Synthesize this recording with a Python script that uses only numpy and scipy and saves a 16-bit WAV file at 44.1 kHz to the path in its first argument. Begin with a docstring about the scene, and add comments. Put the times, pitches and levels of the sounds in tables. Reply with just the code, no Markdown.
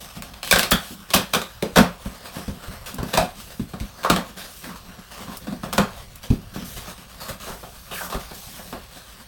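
"""A small furnished room: a few steps away, a cardboard shipping box is torn open on a lap.
Tape and glued flaps give way in bursts of tiny fractures that shake the panels, flaps and paper fibres.
Freed flaps twang and loose tape crinkles; hands knock, rub and scrape the board, and the hollow box
bumps on the knees. Faint room air and hum lie underneath. A limiter holds the loudest peaks."""
import sys
import numpy as np
from scipy import signal
from scipy.fft import rfft, irfft, next_fast_len
from scipy.io import wavfile
from scipy.ndimage import uniform_filter1d, minimum_filter1d, map_coordinates

SR = 44100
rng = np.random.default_rng(int(sys.argv[2]) if len(sys.argv) > 2 else 0)


def store_pcm(level_fs):
    """Save levels as 16-bit WAV."""
    pcm = np.round(np.clip(level_fs, -1, 1) * 32767).astype(np.int16)
    wavfile.write(sys.argv[1], SR, np.atleast_2d(pcm).T)


N = 408807
STRAIN_S = 0.008  # fibres strain this long before a break
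ROOM_T60_S, ECHO_BUILD_S = (0.2, 0.28, 0.28), (0.0072, 0.0012, 0.0007)  # panel, flap, fibre


# freq_hz, gain_db
FIBRE_SPECTRUM = [(1900, 2), (2150, 3.5), (2500, 7), (3000, 2.5), (3500, 6), (4300, 3), (5000, 0),
                  (7200, -5.5), (8400, -3), (10300, -9), (11800, -6), (14500, -12.5), (17000, -14)]
# start_s, level_db, depth (0 tape, 1 board), length_s
RIPS = [(0.223, -36, 0.46, 0.0015), (0.337, -43.5, 0.23, 0.0053), (0.431, -31.5, 0.29, 0.0018),
        (0.476, -35.5, .05, 0.0026), (0.512, -15, 0.03, 0.0037), (0.526, -16, 0.46, 0.0037),
        (0.561, -17, 0.5, 0.0017), (0.594, -20, 0.17, 0.0032), (0.599, -29, 0.59, .0012),
        (0.631, -22.5, .25, 0.0067), (0.716, -18.5, 0.39, 0.008), (0.721, -25, 1, 0.0016),
        (1.103, -32, 0.23, 0.011), (1.136, -15, 0.24, 0.013), (1.142, -18.5, 0.73, 0.0029),
        (1.162, -20.5, 0.48, 0.012), (1.335, -15.5, 0.5, 0.017), (1.417, -30.5, 0.47, 0.0062),
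        (1.624, -28.5, 0.4, 0.0082), (1.759, -11.5, 0.73, 0.018), (1.784, -14.5, 0.89, 0.0063),
        (3.133, -20.5, 0.58, 0.022), (3.174, -16.5, 0.64, 0.0052), (3.801, -40.5, 0.13, 0.0062),
        (4.032, -31.5, 0.53, 0.017), (4.1, -14, 0.72, 0.0033), (4.162, -22, 0.72, 0.006),
        (5.728, -26, 0.57, 0.014), (5.78, -16, 0.81, 0.0056)]

def rips():
    """Tape and glue give way; deeper tears shake panels and flaps more and crackle less."""
    tape_db, board_db = np.array([-28, -8.5, 2]), np.array([5, 0, -8.5])  # panel, flap, fibre
    events = []
    for start_s, level_db, depth, length_s in RIPS:
        drive_db = tape_db + np.clip(depth, 0, 1) * (board_db - tape_db)
        events.append((start_s, *(level_db + drive_db), length_s))
    return excite_box(events, fracture_force, FIBRE_SPECTRUM,
                      trims_db=(2.5, 1.3, 0.5), wets_db=(6, 2, -1.5), soft_hz=5100)


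def fracture_force(t, length_s, crack_s=0.0028, spread_db=7, strain_db=-27):
    """A few fibres give, then one sharp break and a fading run of snaps; shorter runs break harder."""
    envelope = np.where(t < 0, amp(strain_db) * (1 + t / STRAIN_S), np.exp(-(t / length_s) ** 2))
    snaps = slips(len(t), rate_hz=1500, spread_db=spread_db) * envelope
    crack = crack_s / length_s * (t == 0)
    return snaps / (np.linalg.norm(snaps) + 1e-9) + crack


def slips(size, rate_hz, spread_db):
    """Tiny fractures or slips, random in time and strength."""
    happens = rng.random(size) < rate_hz / SR
    return happens * amp(spread_db * rng.standard_normal(size)) * rng.choice([-1, 1], size)


def excite_box(events, force, paper_spectrum, trims_db, wets_db, soft_hz):
    """A force drives the box at each event: start_s, panel_db, flap_db, fibre_db, length_s."""
    track, size = np.zeros(N), 2 ** 14
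    t = (np.arange(SR // 9) - round(STRAIN_S * SR)) / SR
    panel, flap, fibre = box_responses(size, paper_spectrum)
    soft_flap = flap / (1 + 1j * np.fft.rfftfreq(size, 1 / SR) / soft_hz)  # soft contact: less treble
    for start_s, *levels_db, length_s in events:
        drive = force(t, length_s)
        grip = grip_colour(size, depth_db=2.2, step_hz=160)
        voices = zip((panel, soft_flap, fibre), levels_db, trims_db, ROOM_T60_S, wets_db, ECHO_BUILD_S)
        for response, level_db, trim_db, t60_s, wet_db, build_s in voices:
            sound = irfft(rfft(room(drive, t60_s, wet_db, build_s), size) * response * grip)
            add(track, start_s - STRAIN_S, leveled(sound, level_db + trim_db))
    return track


# pitch_hz, width_hz, gain_db
PANEL_MODES = [(177.9, 18, 6), (202.4, 22, 4), (244.4, 37, -0.5), (392, 14, -8)]
# pitch_hz, width_hz, gain_db
FLAP_MODES = [(386, 79, 2.5), (518, 45, 2), (568, 83, 1.5), (704, 108, 3), (902, 82, -2), (1092, 99, 2),
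              (1215, 80, 1), (1557, 590, -1)]

def box_responses(size, paper_spectrum, floor_db=-14):
    """Broad panels ring low, stiff flaps in the middle, paper fibres in the treble."""
    hz = np.fft.rfftfreq(size, 1 / SR) + 1

    def ring(modes):
        power = sum(amp(db) ** 2 / (1 + (2 * (hz - pitch_hz) / width_hz) ** 2)
                    for pitch_hz, width_hz, db in modes)
        return np.sqrt(amp(floor_db) ** 2 + power)

    def band(low_hz, high_hz):
        return 1 / np.sqrt((1 + (low_hz / hz) ** 8) * (1 + (hz / high_hz) ** 12))

    panel = ring(PANEL_MODES) * band(45, 400)
    flap = ring(FLAP_MODES) * band(400, 2000)
    fibre = amp(along(paper_spectrum, hz)) * band(2000, SR)
    return causal(panel), causal(flap), causal(fibre)


def grip_colour(size, depth_db, step_hz):
    """Each new grip shifts the board's finer resonances."""
    hz = np.fft.rfftfreq(size, 1 / SR)
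    knot_index = 6 * np.log1p(hz / (6 * step_hz)) + hz / 500
    ripple = map_coordinates(rng.standard_normal(200), [knot_index], mode="mirror")
    return causal(amp(depth_db * ripple))


# start_s, pitch_hz, level_db, q
TWANGS = [(0.527, 1620, -18, 9.7), (0.561, 1500, -23, 3.5), (0.718, 1490, -19.5, 3.6),
          (0.721, 3350, -20.5, 14), (1.627, 440, -22.5, 3.5), (1.77, 503, -16.5, 4.1),
          (3.179, 707, -16, 8.5), (4.048, 1100, -19.5, 5.1), (5.783, 495, -24, 6)]

def twangs():
    """A flap springs free and rings briefly at its own pitch, carried on by the room."""
    track, size = np.zeros(N), 2 ** 14
    hz = np.fft.rfftfreq(size, 1 / SR) + 1
    for start_s, pitch_hz, level_db, q in TWANGS:
        mode = 1 / (1 + 1j * q / 2 * (hz / pitch_hz - pitch_hz / hz)) ** 2
        ring = irfft(rfft(room(np.ones(1), t60_s=0.26, wet_db=2), size) * mode)
        add(track, start_s, amp(level_db) * ring / np.std(ring[:SR // 40]))
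    return track


# start_s, level_db, length_s
CRINKLES = [(0.223, -39.5, 0.00081), (0.511, -20, .002), (0.588, -21, 0.0012), (0.708, -22, 0.0044),
            (0.717, -21, .007), (1.143, -17.5, 0.0092), (2.943, -38.5, 0.0036), (3.03, -41.5, .002),
            (4.103, -36, .002), (5.37, -37.5, .008), (5.73, -32, .007), (5.775, -43, 0.0018),
            (6.157, -44, 0.0039)]

def crinkles(low_hz=6500, tilt_db_per_oct=-2):
    """Thin tape buckles in dry, bright clicks, too light to move the box."""
    track, size = np.zeros(N), 2 ** 14
    t, hz = np.arange(SR // 10) / SR - STRAIN_S, np.fft.rfftfreq(size, 1 / SR) + 1
    highpass = hz ** 2 / np.hypot(hz ** 2, low_hz ** 2)
    film = causal(amp(tilt_db_per_oct * np.log2(1 + hz / low_hz)) * highpass)
    for start_s, level_db, length_s in CRINKLES:
        force = fracture_force(t, length_s, crack_s=0.0015, spread_db=6, strain_db=-34)
        clicks = room(force, t60_s=0.22, wet_db=-5)
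        grip = grip_colour(size, depth_db=2.5, step_hz=300)
        add(track, start_s - STRAIN_S, leveled(irfft(rfft(clicks, size) * film * grip), level_db))
    return track


# start_s, level_db, flap_over_panel_db
KNOCKS = [(0.164, -35, -8.5), (0.904, -37.5, -16), (1.625, -27, -16), (2.056, -31.5, -10), (2.365, -33, -7),
          (2.48, -29.5, -11.5), (2.68, -39, -8), (2.936, -35, -13), (2.984, -31.5, 2), (3.029, -27.5, -10),
          (3.595, -26, -20), (3.735, -32.5, -5), (3.811, -34.5, -15), (4.048, -24.5, 27), (4.67, -36, -26),
          (5.281, -34.5, -10), (5.469, -28, -10.5), (5.525, -31, -11), (5.634, -29.5, -1.5),
          (6.303, -18.5, -22), (6.56, -30.5, -8), (6.624, -34, -18), (6.878, -40.5, -1), (7.63, -38.5, 6),
          (8.123, -31, 23), (8.143, -29.5, 3), (8.31, -40.5, 2), (8.592, -42, 2), (8.726, -32.5, 3)]

def knocks(length_s=0.0089, crunch_db=-9, crunch_follow=0.55):
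    """Hands and flaps knock and the corrugation yields; edge hits give more flap and crunch, less panel."""
    def push(t, length_s):
        return fracture_force(t, length_s, crack_s=0.003, spread_db=3.5)

    events = []
    for start_s, level_db, edge_db in KNOCKS:
        panel_db = -10 * np.log10(1 + amp(edge_db) ** 2)
        flap_db = panel_db + edge_db
        fibre_db = crunch_db + crunch_follow * flap_db
        events.append((start_s, level_db + panel_db, level_db + flap_db, level_db + fibre_db, length_s))
    return excite_box(events, push, FIBRE_SPECTRUM, trims_db=(2.5, 2.5, 0), wets_db=(1, 2, 1), soft_hz=945)


# freq_hz, gain_db
HOLLOW_SPECTRUM = [(15, -12), (32, -2), (55, 0), (75, -4), (115, -4), (170, -12), (300, -32), (900, -80)]
# start_s, level_db
BUMPS = [(0.535, -19), (0.723, -21), (1.148, -23), (1.777, -19), (2.061, -26), (2.479, -23), (2.681, -27),
         (2.989, -22.5), (3.185, -18), (3.611, -22.5), (3.808, -20.5), (4.102, -20), (5.79, -20),
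         (6.303, -6), (7.302, -29), (7.502, -35), (8.153, -21.5), (8.47, -33)]

def bumps(trim_db=1):
    """The hollow box lands on the knees: one dull push of air."""
    track, size = np.zeros(N), 2 ** 15
    hollow = causal(amp(along(HOLLOW_SPECTRUM, np.fft.rfftfreq(size, 1 / SR))))
    for start_s, level_db in BUMPS:
        boom = irfft(rfft(room(np.ones(1), t60_s=0.15, wet_db=1.5), size) * hollow)
        add(track, start_s, amp(level_db + trim_db) * boom / np.abs(boom).max())
    return track


# freq_hz, gain_db
SLIDE_SPECTRUM = [(2000, -0.5), (2800, 1.5), (4200, -0.5), (5500, -2.5), (7200, -7), (8600, -4),
                  (10400, -9), (12200, -4.5), (14500, -11.5), (17000, -9)]
# start_s, level_db, brightness_db, length_s
SCRAPES = [(2.859, -43, 7, 0.034), (6.23, -44.5, 4.5, 0.033), (7.203, -37.5, 1, 0.087),
           (7.283, -34.5, -0.5, 0.03), (7.4, -40, 3, 0.13), (7.467, -34, -5, 0.075),
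           (7.909, -35.5, -1.5, 0.055), (8.007, -34, -15, 0.06), (8.098, -37, 2, 0.052)]

def scrapes(panel_db=-6.5, bite_s=0.0016):
    """Board drags over board: dense stick-slip swells as an edge bites and fades as it slides off."""
    def drag(t, length_s):
        envelope = np.clip(t / bite_s, 0, 1) * np.exp(-(t / length_s) ** 2)
        return slips(len(t), rate_hz=1800, spread_db=2.5) * envelope

    events = [(start_s, db + panel_db, db, db + bright_db, length_s)
              for start_s, db, bright_db, length_s in SCRAPES]
    return excite_box(events, drag, SLIDE_SPECTRUM, trims_db=(1, 2.5, 2), wets_db=(0, 0, 0), soft_hz=8000)


# start_s, length_s, start_hz, level_db, width_ratio
RASPS = [(4.695, 0.053, 1202, -45, 0.22), (5.272, 0.044, 1110, -42.5, 0.21),
         (7.198, 0.029, 4750, -40, 0.13), (7.905, 0.088, 3020, -39.5, 0.33), (7.95, 0.099, 1700, -36, .33)]

def rasps(fall_oct_per_s=3.4, rough_db=3, slip_hz=110):
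    """A flap's edge sticks and slips in one narrow resonance, falling as more of it slides free."""
    track, t = np.zeros(N), np.arange(N) / SR
    for start_s, length_s, start_hz, level_db, width_ratio in RASPS:
        pitch_hz = start_hz * 2 ** (-fall_oct_per_s * np.clip(t - start_s, 0, length_s))
        phase = 2 * np.pi * np.cumsum(pitch_hz) / SR
        width_hz = width_ratio * start_hz
        grain = wobble(width_hz) * np.cos(phase) + wobble(width_hz) * np.sin(phase)
        track += strokes([(start_s, length_s, level_db)]) * unit(grain * amp(rough_db * wobble(slip_hz)))
    return track


# start_s, length_s, level_db, brightness_db
RUBS = [(0, 0.033, -38, 3.5), (0.092, 0.1, -48, 3), (0.426, 0.069, -43, 11), (0.815, 0.11, -48.5, 5),
        (2.006, 0.2, -44.5, 1), (2.242, 0.24, -40.5, -1), (2.538, 0.31, -43.5, -2),
        (3.076, 0.19, -37, -3.5), (3.338, 0.13, -50, 3), (3.977, 0.089, -40.5, -5.5),
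        (4.365, 0.12, -43, 2.5), (4.63, 0.12, -40.5, -7), (4.88, 0.11, -42, -8), (5.106, 0.26, -40.5, -1),
        (5.497, 0.32, -46, -7.5), (5.865, 0.16, -44, -4), (6.535, 0.063, -41, 3), (6.76, 0.15, -42.5, 2),
        (8.187, 0.61, -48.5, 4), (8.583, 0.18, -48, -8), (8.916, 0.23, -59, 10.5)]

def rubs(hold_db=-48.5, trims_db=(-6.5, -2.5, -0.7), grip_db=-2.5, lumps_db=4):
    """Hands hold and shift on the box: fine slips under an unsteady grip; the panels answer in lumps."""
    track, size = np.zeros(N), 2 * next_fast_len(N // 2 + SR // 2)
    flap = np.hypot(amp(hold_db), strokes([row[:3] for row in RUBS]))
    bright_rubs = [(start_s, length_s, db + bright_db) for start_s, length_s, db, bright_db in RUBS]
    fibre = np.hypot(amp(hold_db), strokes(bright_rubs))
    friction = np.tanh(slips(N, rate_hz=2500, spread_db=6.5) / 10)
    force = friction * amp(grip_db * wobble(30))
    panel = flap * amp(lumps_db * wobble(28))
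    voices = zip(box_responses(size, SLIDE_SPECTRUM), (panel, flap, fibre), trims_db, ROOM_T60_S)
    for response, envelope, trim_db, t60_s in voices:
        rustle = irfft(rfft(room(force, t60_s, wet_db=3), size) * response)[:N]
        track += envelope * amp(trim_db) * unit(rustle)
    return wandering_contact(track)


# start_s, length_s, level_db
GLIDES = [(0.79, 0.15, -43), (3.39, 0.23, -48.5), (4.5, 0.19, -43.5), (6.64, 0.16, -40), (7.42, 0.48, -46),
          (7.93, 0.13, -34.5), (8.33, 0.38, -41.5)]

def glides(low_hz=3000, tilt_db_per_oct=1.5):
    """Skin sliding on smooth paper only hisses."""
    hz = np.fft.rfftfreq(N, 1 / SR) + 1
    highpass = hz ** 2 / (hz ** 2 + low_hz ** 2)
    colour = amp(along(SLIDE_SPECTRUM, hz) + tilt_db_per_oct * np.log2(hz / low_hz)) * highpass
    hiss = irfft(rfft(slips(N, rate_hz=7400, spread_db=3.5)) * colour, N)
    return wandering_contact(strokes(GLIDES) * unit(hiss))


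def strokes(rows, attack_s=0.014, sag_db_per_s=9, release_s=0.03):
    """Envelope of sliding strokes: each takes hold, slows a little and lets go."""
    power, t = np.zeros(N), np.arange(SR) / SR
    for start_s, length_s, level_db in rows:
        shape = np.minimum(t / attack_s, 1) * np.exp(-np.maximum(t - length_s, 0) / release_s)
        add(power, start_s, (amp(level_db - sag_db_per_s * t) * shape) ** 2)
    return np.sqrt(power)


def wandering_contact(sound, depth_db=2.13):
    """A slide's colour drifts as the contact moves over the board."""
    frames = signal.stft(sound, nperseg=512)[2]
    across_bins = uniform_filter1d(rng.standard_normal(frames.shape), size=6, axis=0)
    drift = uniform_filter1d(across_bins, size=16, axis=1)
    return signal.istft(frames * amp(depth_db * unit(drift)), nperseg=512)[1][:N]


def room(force, t60_s, wet_db, build_s=0.00024, treble_hz=5500):
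    """Direct sound plus a diffuse tail, shorter in the treble; every slip has its own echoes."""
    t = np.arange(SR // 4) / SR
    sound = np.pad(force, (0, len(t) - 1))
    for side, decay_s, tail_db in ("low", t60_s, wet_db), ("high", 0.82 * t60_s, wet_db + 0.5):
        decay = amp(-120 * t / decay_s) * (1 - np.exp(-t / build_s))
        energy = np.abs(signal.fftconvolve(force ** 2, decay / decay.sum()))
        crossover = signal.butter(2, treble_hz, side, fs=SR, output="sos")
        noise = signal.sosfilt(crossover, rng.standard_normal(len(sound)))
        sound = sound + amp(tail_db) * np.sqrt(energy) * noise
    return sound


# freq_hz, gain_db
AIR_SPECTRUM = [(20, -14), (64, 16), (200, -22), (1100, -3.5), (2200, -35), (17000, -51)]
# pitch_hz, level_db
ELECTRICAL_TONES = [(54, -56), (15735, -67)]

def background(air_db=-60, sway_db=-48):
    """Room air, mains hum, a thin electrical whine and the low flutter of the box being moved."""
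    hz, t = np.fft.rfftfreq(N, 1 / SR), np.arange(N) / SR

    def noise(spectrum):
        return unit(irfft(rfft(rng.standard_normal(N)) * amp(along(spectrum, hz)), N))

    sway = noise(HOLLOW_SPECTRUM) * amp(3.5 * wobble(6))
    tones = sum(amp(db) * np.sqrt(2) * np.sin(2 * np.pi * pitch_hz * t) for pitch_hz, db in ELECTRICAL_TONES)
    return amp(air_db) * noise(AIR_SPECTRUM) + amp(sway_db) * unit(sway) + tones


def amp(db):
    """Decibels to gain."""
    return 10 ** (np.asarray(db) / 20)


def unit(x):
    """Scale to rms 1."""
    return x / np.sqrt(np.mean(x ** 2) + 1e-20)


def leveled(sound, level_db):
    """Scale to the energy of 25 ms at level_db."""
    return amp(level_db) * sound / np.sqrt(np.sum(sound ** 2) / (SR / 40))


def along(spectrum, hz):
    """Interpolate gain_db on a log frequency axis."""
    freq_hz, gain_db = np.transpose(spectrum)
    return np.interp(np.log(hz + 1), np.log(freq_hz), gain_db)


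def wobble(rate_hz):
    """Smooth random curve, rate_hz knots a second."""
    knots = rng.standard_normal(int(N * rate_hz / SR) + 4)
    return map_coordinates(knots, [np.arange(N) * rate_hz / SR])


def causal(gain):
    """Minimum-phase response with this gain."""
    cepstrum = irfft(np.log(np.maximum(gain, 1e-6)))
    half = len(cepstrum) // 2
    cepstrum[1:half] *= 2
    cepstrum[half + 1:] = 0
    return np.exp(rfft(cepstrum))


def add(track, start_s, sound):
    """Mix a sound in at start_s."""
    start = max(round(start_s * SR), 0)
    track[start:start + len(sound)] += sound[:max(N - start, 0)]


def scene():
    """Box, hands and room in mono."""
    box = rips() + knocks() + scrapes() + twangs() + rasps() + crinkles() + bumps()
    return (box + rubs() + glides() + background())[None]


def record(dry, ceiling=1.0, top_hz=17300):
    """Fast peak limiter, then a brick-wall lowpass."""
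    needed = np.minimum(1, ceiling / (np.abs(dry) + 1e-9))
    gain = uniform_filter1d(minimum_filter1d(needed, size=65), size=65)
    return irfft(rfft(dry * gain) * (np.fft.rfftfreq(N, 1 / SR) < top_hz), N)


dry = scene()
out = record(dry)
store_pcm(out)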